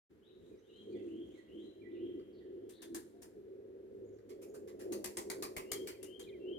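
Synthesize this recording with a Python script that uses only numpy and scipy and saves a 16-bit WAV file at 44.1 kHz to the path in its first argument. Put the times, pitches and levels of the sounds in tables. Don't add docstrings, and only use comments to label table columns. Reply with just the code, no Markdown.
import sys
import numpy as np
from scipy import signal
from scipy.fft import rfft, irfft
from scipy.io import wavfile

SR = 44100
rng = np.random.default_rng(int(sys.argv[2]) if len(sys.argv) > 2 else 0)


def int16_out(signal):
    q = np.round(np.clip(np.atleast_2d(signal).T, -1, 1) * 32767)
    wavfile.write(sys.argv[1], SR, q.astype(np.int16))


N = 290178
T = np.arange(N) / SR
GUST_MEAN_DB = -52

# frequency_hz, level_db
HISS_SPECTRUM = [(200, 12), (700, 19), (1100, 16), (1700, 18), (2600, 10.5), (3400, 9.5), (5000, 2.5),
                 (6800, 1), (8000, -2), (9500, -3.5), (12000, 3.5), (16000, -19.5)]
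LEAF_SPECTRUM = [(2500, -4), (5200, -14.5), (6700, -4), (7900, -11), (9400, -9.5), (11500, -21),
                 (16000, -20.5)]
RUMBLE_SPECTRUM = [(20, -28.5), (40, -8.5), (62, 4.5), (85, 4), (140, 1.5), (190, 4), (250, 7.5), (400, -9),
                   (800, -37.5)]
DRONE_SPECTRUM = [(150, -43.5), (220, -13.5), (290, -4.5), (350, 1.5), (420, 1.5), (470, -6), (525, -11),
                  (580, -23.5), (700, -31.5), (1000, -50), (2000, -66.5)]
EDGE_SPECTRUM = [(380, -31.5), (500, -1), (530, 1), (570, -7), (620, -7), (700, -14), (900, -28),
                 (1500, -50)]
# time_s, level_db
LEAF_LEVELS = [(.3, -100), (.5, -81), (.62, -90), (.8, -80), (1.1, -81), (1.28, -84.5), (1.38, -73),
               (1.48, -90), (1.65, -78.5), (1.9, -100), (2.5, -105)]
GUST_LEVELS = [(0.11, -68), (0.49, -60), (0.52, -53), (0.58, -64), (0.78, -62), (0.97, -40.5), (1.05, -48),
               (1.19, -47), (1.46, -61.5), (1.57, -48.5), (1.69, -52), (1.75, -65), (1.78, -56),
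               (2.06, -42.5), (2.13, -51.5), (2.16, -45.5), (2.25, -56), (2.67, -49), (2.76, -59.5),
               (2.97, -47), (3.03, -58), (3.33, -61), (3.37, -52), (3.44, -59.5), (3.48, -53), (3.88, -56),
               (4.02, -50), (4.25, -59), (4.29, -51.5), (4.78, -52), (4.96, -39.5), (5.05, -51.5),
               (5.08, -45), (5.14, -58), (5.19, -44.5), (5.24, -54), (5.28, -46), (5.5, -48), (5.53, -54),
               (5.82, -44), (5.98, -58), (6.04, -50), (6.13, -55), (6.45, -48), (6.51, -42), (6.58, -47)]
EDGE_LEVELS = [(0.11, -94), (0.49, -74.5), (0.76, -88), (0.96, -65), (1.08, -71.5), (4.25, -74),
               (4.51, -61), (4.69, -67.5), (4.96, -51.5), (5.14, -65.5), (5.34, -57.5), (6.33, -72.5),
               (6.47, -63), (6.58, -63)]
# pitch_hz, level_db
HUM_TONES = [(104.2, -77), (209, -72)]
# time_s, pitch_hz
DRONE_CENTRE = [(.1, 356.4), (.85, 374.8), (1.15, 344), (2.0, 346.9), (2.55, 370.4), (2.95, 342.8),
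                (3.6, 389.4), (4.6, 387.4), (4.95, 368.3), (5.6, 383), (6.58, 375)]

# share_of_note, pitch_hz
WHISTLE_SHAPE = [(0, 2760), (.33, 2780), (.45, 3055), (.65, 3161), (1, 3230)]
LOW_SLUR_SHAPE = [(0, 2500), (.35, 2230), (.6, 2007), (1, 1942)]
UPSLUR_SHAPE = [(0, 2550), (.35, 3476), (.65, 3980), (1, 4035)]
DOWNSLUR_SHAPE = [(0, 4130), (.2, 4030), (.7, 3180), (1, 3080)]
PEEP_SHAPE = [(0, 6260), (.5, 7350), (1, 6550)]
SWEEP_SHAPE = [(0, 4450), (.5, 5400), (1, 6440)]
BLIP_SHAPE = [(0, 682), (1, 702)]
RASP_SHAPE = [(0, 3630), (.4, 4006), (1, 3950)]
# start_s, length_s, level_db, pan_db, pitch_ratio, buzz_amount
UPSLUR_NOTES = [(0.21, .1, -77.5, 5, 0.98, 0.32), (0.281, 0.08, -78.5, 6, 0.95, .6),
                (0.406, 0.084, -80.5, 3, 0.97, .45), (0.597, 0.19, -78.5, 6, 1, 0.3),
                (0.672, .14, -80.5, 7, 1.02, .4), (.865, .079, -81.5, 2.5, 1.12, 0.6),
                (1.288, 0.11, -79, 5, 1.02, 0.6), (1.534, 0.15, -75.5, 5, .99, 0.13),
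                (1.888, 0.075, -80.5, 4, 0.88, 0.8)]
DOWNSLUR_NOTES = [(0.786, 0.021, -76, 0, .97, 0.13), (.94, .065, -74, 3, 0.86, .2),
                  (2.402, .097, -88, 12, 0.89, 0.35), (5.856, 0.02, -68, -0.5, 0.84, 0.2),
                  (6.229, .026, -58.5, 7.5, 1, 0.5)]
PEEP_NOTES = [(4.042, 0.058, -83, -15, 0.97, .3), (4.123, 0.059, -86, -17, 0.93, 1),
              (4.482, 0.022, -70, -4, .97, 0.7)]
SWEEP_NOTES = [(0.546, .058, -83.5, -7, 1, 0)]
BLIP_NOTES = [(3.135, .045, -71.5, 9, 1, 0.26)]
# start_s, length_s, level_db, pan_db, pitch_ratio, buzz_amount, crescendo_db
WHISTLE_NOTES = [(0.67, 0.16, -69, 1, 1.005, 0.24, 19), (1.058, .19, -70, 1, 1.02, .4, 11),
                 (1.467, 0.15, -68, 3, 1.01, .45, 14.5), (1.925, 0.19, -68.5, 0.5, 1, .5, 11),
                 (2.47, .25, -91, 5, 1.03, .5, 8), (5.632, 0.17, -64, 15, 1, 0, 22.5),
                 (5.998, 0.19, -63, 11, 0.99, 0.18, 23), (6.39, 0.21, -59.5, 8.5, 0.99, 0.3, 15)]
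LOW_SLUR_NOTES = [(0.514, 0.082, -82.5, -2, 1.01, .1, -2), (0.919, 0.065, -75, -7.5, 1.02, .1, 4),
                  (1.326, 0.088, -73, -8.5, .99, 0.02, 3), (1.807, 0.078, -69.5, -7, .98, .1, 11),
                  (2.394, .045, -76.5, -9, 0.9, 0.1, 4), (2.784, 0.02, -71.5, -4, .9, .1, 9),
                  (5.884, .07, -69.5, -8, 1.03, 0, -12), (6.265, .075, -66, -4.5, 1.005, 0.3, -15.5)]
# start_s, length_s, level_db, pan_db, pitch_ratio, buzz_amount, crescendo_db, fall_hz
RASP_NOTES = [(2.325, 0.088, -74.5, 0, 1.07, .9, 1.5, 1100), (2.712, 0.15, -69, 5.5, 1.0, 0.73, 6, -200)]
# delay_s, left_db, right_db
HOUSE_ECHOES = [(.017, -18, -16), (.031, -16, -19)]
WALL_ECHOES = [(.0018, 3.5, -10.5), (.0043, 2.5, -8), (0.0167, 0.5, -6), (0.056, -24.5, -22)]

# start_s, level_db, knock_db, pan_db,
# hardness_db, ring1_hz, ring2_hz, ring3_hz, ring1_db, ring2_db, ring3_db
BILL_BLOWS = [(2.1963, -83.5, 13.5, -8, 8, 1310, 1920, 3200, 12, 4, -9),
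              (2.6913, -49, -11, 9.5, -17, 1200, 1750, 3520, 2, 2, 6),
              (2.8192, -44, -6, 8, -7.5, 1000, 1750, 3540, 2, 3.5, 8.5),
              (2.946, -35.5, -9.5, 5.5, -5, 1050, 1610, 2750, 4, 1.5, -3),
              (3.2187, -43.5, -10, 3, -11.5, 980, 1740, 2800, 4, 2, -5.5),
              (4.187, -81.5, 7, -12, 9.5, 1320, 1690, 2750, 2, 5, -14),
              (4.29, -51, -6, -3, -23, 1180, 2140, 3360, -3, -3.5, -4),
              (4.414, -47, -12.5, 0, -30, 1300, 2420, 2600, 6, 4, 0),
              (4.54, -47.5, -8, 1, -20, 1140, 1540, 2750, 8, -3, 2),
              (4.675, -51, -4, -3, -12, 1120, 1890, 2800, 9, 6, -6),
              (4.7897, -42, -11, 3, -38, 1360, 1800, 2800, -4, 0, -1),
              (4.921, -35.5, -9.5, 6.5, -10, 1130, 1920, 2800, 0, -7.5, -1),
              (5.043, -31, -9.5, 1.5, 0.5, 970, 2070, 2640, 5.5, -4.5, 0.5),
              (5.1705, -31.5, -8, 5, 0, 975, 2060, 2520, 9.5, 0.5, -1),
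              (5.3001, -32, -9, 2, 0.5, 1000, 1910, 1460, 0.5, -4.5, -3.5),
              (5.424, -33, -4, 4.5, -4.5, 1150, 1900, 2320, 3.5, -7.5, -5),
              (5.5654, -33, -4.5, 5, -4, 1100, 2200, 2550, 9.5, 7, 6),
              (5.717, -29, -9, 5, 0.5, 1170, 2240, 3210, -6.5, -0.5, -1),
              (5.872, -36, -6, 9, -5.5, 1040, 2240, 2930, -6, -3.5, 0),
              (6.0291, -41.5, -16.5, 6.5, -1, 1120, 2060, 2900, -10, 3, 2),
              (6.195, -42.5, -9.5, 3.5, -7, 884, 2080, 3220, -2, -3, 11.5)]
# pitch_hz, level_db, t60_s
TRUNK_MODES = [(400, 1, 0.021), (577, 3.5, 0.0037), (645, 2.5, 0.0097), (1450, -10.5, 0.024),
               (2446, 5, 0.0073), (4500, 12.5, 0.0044)]
# level_db, t60_s
SPOT_RINGS = [(-0.5, 0.0098), (3, 0.006), (-2, 0.008)]
# frequency_hz, level_db
LEFT_CRACK_SPECTRUM = [(300, -5), (1400, -19.5), (2500, -4), (4000, -2.5), (5200, -6), (6500, 0.5),
                       (8000, 0.5), (9400, 5.5), (11000, -3), (13500, -1.5), (16000, -14)]
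RIGHT_CRACK_SPECTRUM = [(300, 9), (1400, 6.5), (2500, -3), (4000, -10.5), (5200, 9), (6500, 7.5),
                        (7500, 13), (8800, -7), (11000, 6), (13500, 1.5), (16000, -13)]


def from_db(db):
    return 10 ** (np.asarray(db) / 20)


def stereo_gain(left_db, right_db):
    return from_db([[left_db], [right_db]])


def unit_rms(x):
    return x / np.sqrt(np.mean(x ** 2) + 1e-20)


def unit_energy(x):
    return x / np.sqrt(np.sum(x ** 2, axis=-1, keepdims=True) + 1e-20)


def in_time(rows):
    return np.interp(T, *np.transpose(rows))


def add(track, start_s, sound):
    i = max(round(start_s * SR), 0)
    piece = sound[..., :max(track.shape[-1] - i, 0)]
    track[..., i:i + piece.shape[-1]] += piece


def colour(x, spectrum, size=4096):
    hz, db = np.transpose(spectrum)
    grid_hz = np.maximum(np.arange(size // 2 + 1) * SR / size, 1)
    gain = from_db(np.interp(np.log(grid_hz), np.log(hz), db))
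    cepstrum = irfft(np.log(gain))
    cepstrum[1:size // 2] *= 2
    cepstrum[size // 2 + 1:] = 0
    response = unit_energy(irfft(np.exp(rfft(cepstrum))))
    return signal.oaconvolve(np.atleast_2d(x), response[None])[:, :N]


def stereo_noise(spectrum, alike):
    mid, side = rng.standard_normal((2, N))
    white = np.sqrt((1 + alike) / 2) * mid + np.sqrt((1 - alike) / 2) * side * [[1], [-1]]
    return colour(white, spectrum)


def drift(rate_hz):
    lowpass = signal.butter(2, rate_hz, fs=SR, output="sos")
    return unit_rms(signal.sosfilt(lowpass, rng.standard_normal(N + SR))[SR:])


def at_mics(x, right_db=0.5, lag_s=0.000529):
    return np.vstack([x[0], from_db(right_db) * np.interp(T - lag_s, T, x[1])])


def woods(x, t60, tail_db, tail_t60):
    t = np.arange(SR) / SR
    fade = np.hypot(from_db(-60 * t / t60), from_db(tail_db - 60 * t / tail_t60))
    response = unit_energy(rng.standard_normal((2, SR)) * fade)
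    return signal.oaconvolve(x * np.ones((2, 1)), response, axes=1)[:, :N]


def air_hiss():
    return from_db(-79.5) * stereo_noise(HISS_SPECTRUM, alike=0.037)


def oak_leaves(flicker_db=2):
    return from_db(in_time(LEAF_LEVELS) + flicker_db * drift(40)) * stereo_noise(LEAF_SPECTRUM, alike=0)


def distant_rumble(gust_db, follows=0.41, waver_db=2.46):
    level = from_db(-66.5 + follows * gust_db + waver_db * drift(4.4))
    return at_mics(level * stereo_noise(RUMBLE_SPECTRUM, alike=0.64))


def hum(gust_db, follows=0.861, waver_db=4.5):
    tones = np.zeros(N)
    for hz, db in HUM_TONES:
        level = from_db(db + follows * gust_db + waver_db * drift(1.31))
        tones += np.sqrt(2) * level * np.sin(2 * np.pi * hz * T + 0.75 * drift(3.4))
    return at_mics([tones, tones])


def drone(gust_db, sag_hz_per_db=0.94, howl_width_hz=17):
    centre_hz = in_time(DRONE_CENTRE) - sag_hz_per_db * gust_db
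    speed = (centre_hz / centre_hz.mean()) ** 1.1
    position = np.cumsum(speed / speed.mean())
    steady_rush = stereo_noise(DRONE_SPECTRUM, alike=.82)
    rush = np.array([np.interp(position, np.arange(N), side) for side in steady_rush])
    wander = drift(howl_width_hz) + 1j * drift(howl_width_hz)
    wander /= np.sqrt(np.abs(wander) + 1e-9)
    howl = unit_rms(np.real(wander * np.exp(2j * np.pi * np.cumsum(centre_hz) / SR)))
    body = from_db(-1 + 0.86 * gust_db) * rush + from_db(-3 + 1.28 * gust_db) * howl
    edge = from_db(in_time(EDGE_LEVELS)) * stereo_noise(EDGE_SPECTRUM, alike=0.6)
    return at_mics(from_db(GUST_MEAN_DB) * body + edge, lag_s=0.00042)


def bird_note(unrest, shape, start_s, length_s, db, pitch_ratio, buzz, crescendo_db=4, fall_hz=0):
    progress = np.linspace(0, 1, int(length_s * SR))
    samples = (np.arange(len(progress)) + int(start_s * SR)) % N
    flutter_hz, waver_hz, tremble_db = unrest[:, samples]
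    glide_hz = pitch_ratio * np.interp(progress, *np.transpose(shape)) - fall_hz * (progress - .5)
    hz = glide_hz + buzz ** 2 * flutter_hz + waver_hz
    level = from_db(db + crescendo_db * (progress - .5) + tremble_db)
    return signal.windows.tukey(len(progress), .35) * level * np.sin(2 * np.pi * np.cumsum(hz) / SR)


def songbirds(near_from_s=5, house_delay_s=.056, open_perch_db=-7):
    direct, scattered, off_house = np.zeros((3, 2, N))
    unrest = np.array([440 * drift(330), 55 * drift(70), 3.5 * drift(60)])
    song = [(WHISTLE_SHAPE, WHISTLE_NOTES, 0), (LOW_SLUR_SHAPE, LOW_SLUR_NOTES, 0),
            (UPSLUR_SHAPE, UPSLUR_NOTES, 0), (DOWNSLUR_SHAPE, DOWNSLUR_NOTES, 0),
            (PEEP_SHAPE, PEEP_NOTES, open_perch_db), (RASP_SHAPE, RASP_NOTES, open_perch_db),
            (SWEEP_SHAPE, SWEEP_NOTES, open_perch_db), (BLIP_SHAPE, BLIP_NOTES, open_perch_db)]
    for shape, notes, perch_db in song:
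        for start_s, length_s, db, pan_db, *voice in notes:
            unsteadiness, house_db, scatter_db = (1, -10, 6.5) if start_s < near_from_s else (.5, -1, -3.5)
            note = bird_note(unsteadiness * unrest, shape, start_s, length_s, db, *voice)
            note = note * stereo_gain(pan_db / 2, -pan_db / 2)
            add(direct, start_s, note)
            add(off_house, start_s + house_delay_s, note * from_db(perch_db + house_db))
            add(scattered, start_s, note * from_db(perch_db + scatter_db))
    heard = direct + off_house + woods(scattered, t60=0.42, tail_db=-9.5, tail_t60=1.9)
    for delay_s, left_db, right_db in HOUSE_ECHOES:
        add(heard, delay_s, direct * stereo_gain(left_db, right_db))
    return from_db(-3) * heard


def blow_in_yard(t, hardness_db, hold_s, t60, contact_s=0.0013, late_t60=0.52, scatter_db=10):
    contact = unit_energy(rng.standard_normal((2, len(t))) * np.exp(-t / contact_s))
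    contact[:, 0] += from_db(-2)
    contact *= from_db(hardness_db)
    arrivals = contact.copy()
    for delay_s, left_db, right_db in WALL_ECHOES:
        add(arrivals, delay_s, contact * stereo_gain(left_db, right_db))
    near = from_db(-60 * np.maximum(t - hold_s, 0) / t60)
    far = stereo_gain(-13.5, -9.5) * from_db(-60 * t / late_t60)
    rise_s = 0.0003 * from_db(-hardness_db)
    envelope = (1 - np.exp(-t / rise_s)) * np.hypot(near, far)
    jitter = np.interp(t, t[::20], rng.standard_normal(len(t[::20])))
    uneven = from_db(4 * np.exp(-t / .05) * jitter)
    scatter = unit_energy(rng.standard_normal((2, len(t))) * uneven * envelope)
    return arrivals + from_db(scatter_db) * scatter


def wood_ring(t, spot_hz, struck_db):
    hz, mode_db, t60 = np.array(TRUNK_MODES).T[:, :, None]
    modes = unit_energy(np.sin(2 * np.pi * hz * t) * from_db(-60 * t / t60))
    strengths = rng.choice([-1, 1], hz.shape) * from_db(mode_db + 1.8 * rng.standard_normal(hz.shape))
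    trunk = from_db(2) * unit_energy(np.sum(modes * strengths, axis=0))
    spot_db, spot_t60 = np.array(SPOT_RINGS).T[:, :, None]
    rings = unit_energy(np.sin(2 * np.pi * np.outer(spot_hz, t)) * from_db(-60 * t / spot_t60))
    spot = np.sum(from_db(spot_db + struck_db[:, None]) * rings, axis=0)
    return unit_energy(trunk + spot)


def woodpecker():
    t = np.arange(SR // 2) / SR
    cracks, knocks = np.zeros((2, 2, N))
    for start_s, db, knock_db, pan_db, hardness_db, *struck in BILL_BLOWS:
        crack = from_db(db) * blow_in_yard(t, hardness_db, hold_s=0.014, t60=0.18)
        knock = from_db(db + knock_db) * blow_in_yard(t, hardness_db, hold_s=0.023, t60=0.19)
        ring = wood_ring(t, *np.reshape(struck, (2, 3)))
        tint = np.column_stack([np.linspace(2000, 16000, 20), rng.normal(0, 2, 20)])
        add(cracks, start_s, colour(crack, tint) * stereo_gain(pan_db / 2, -pan_db / 2))
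        add(knocks, start_s, signal.fftconvolve(knock, ring[None]))
    bright = np.vstack([colour(cracks[0], LEFT_CRACK_SPECTRUM), colour(cracks[1], RIGHT_CRACK_SPECTRUM)])
    hollow = at_mics(.8 * knocks + .45 * knocks[::-1], right_db=3)
    far = woods(knocks[0], t60=0.27, tail_db=-24.5, tail_t60=3.2)
    return from_db(7) * bright + from_db(11.5) * hollow + from_db(1.5) * far


def scene():
    gust_db = in_time(GUST_LEVELS) - GUST_MEAN_DB
    birds = woodpecker() + songbirds()
    return birds + drone(gust_db) + distant_rumble(gust_db) + hum(gust_db) + air_hiss() + oak_leaves()


def record(dry, low_cut_hz=31, high_cut_hz=16500):
    opening = np.clip((T - .095) / .015, 0, 1)
    low_cut = signal.butter(2, low_cut_hz, "high", fs=SR, output="sos")
    high_cut = signal.ellip(10, .1, 70, high_cut_hz, fs=SR, output="sos")
    return signal.sosfilt(high_cut, signal.sosfilt(low_cut, dry * opening))


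dry = scene()
out = record(dry)
int16_out(out)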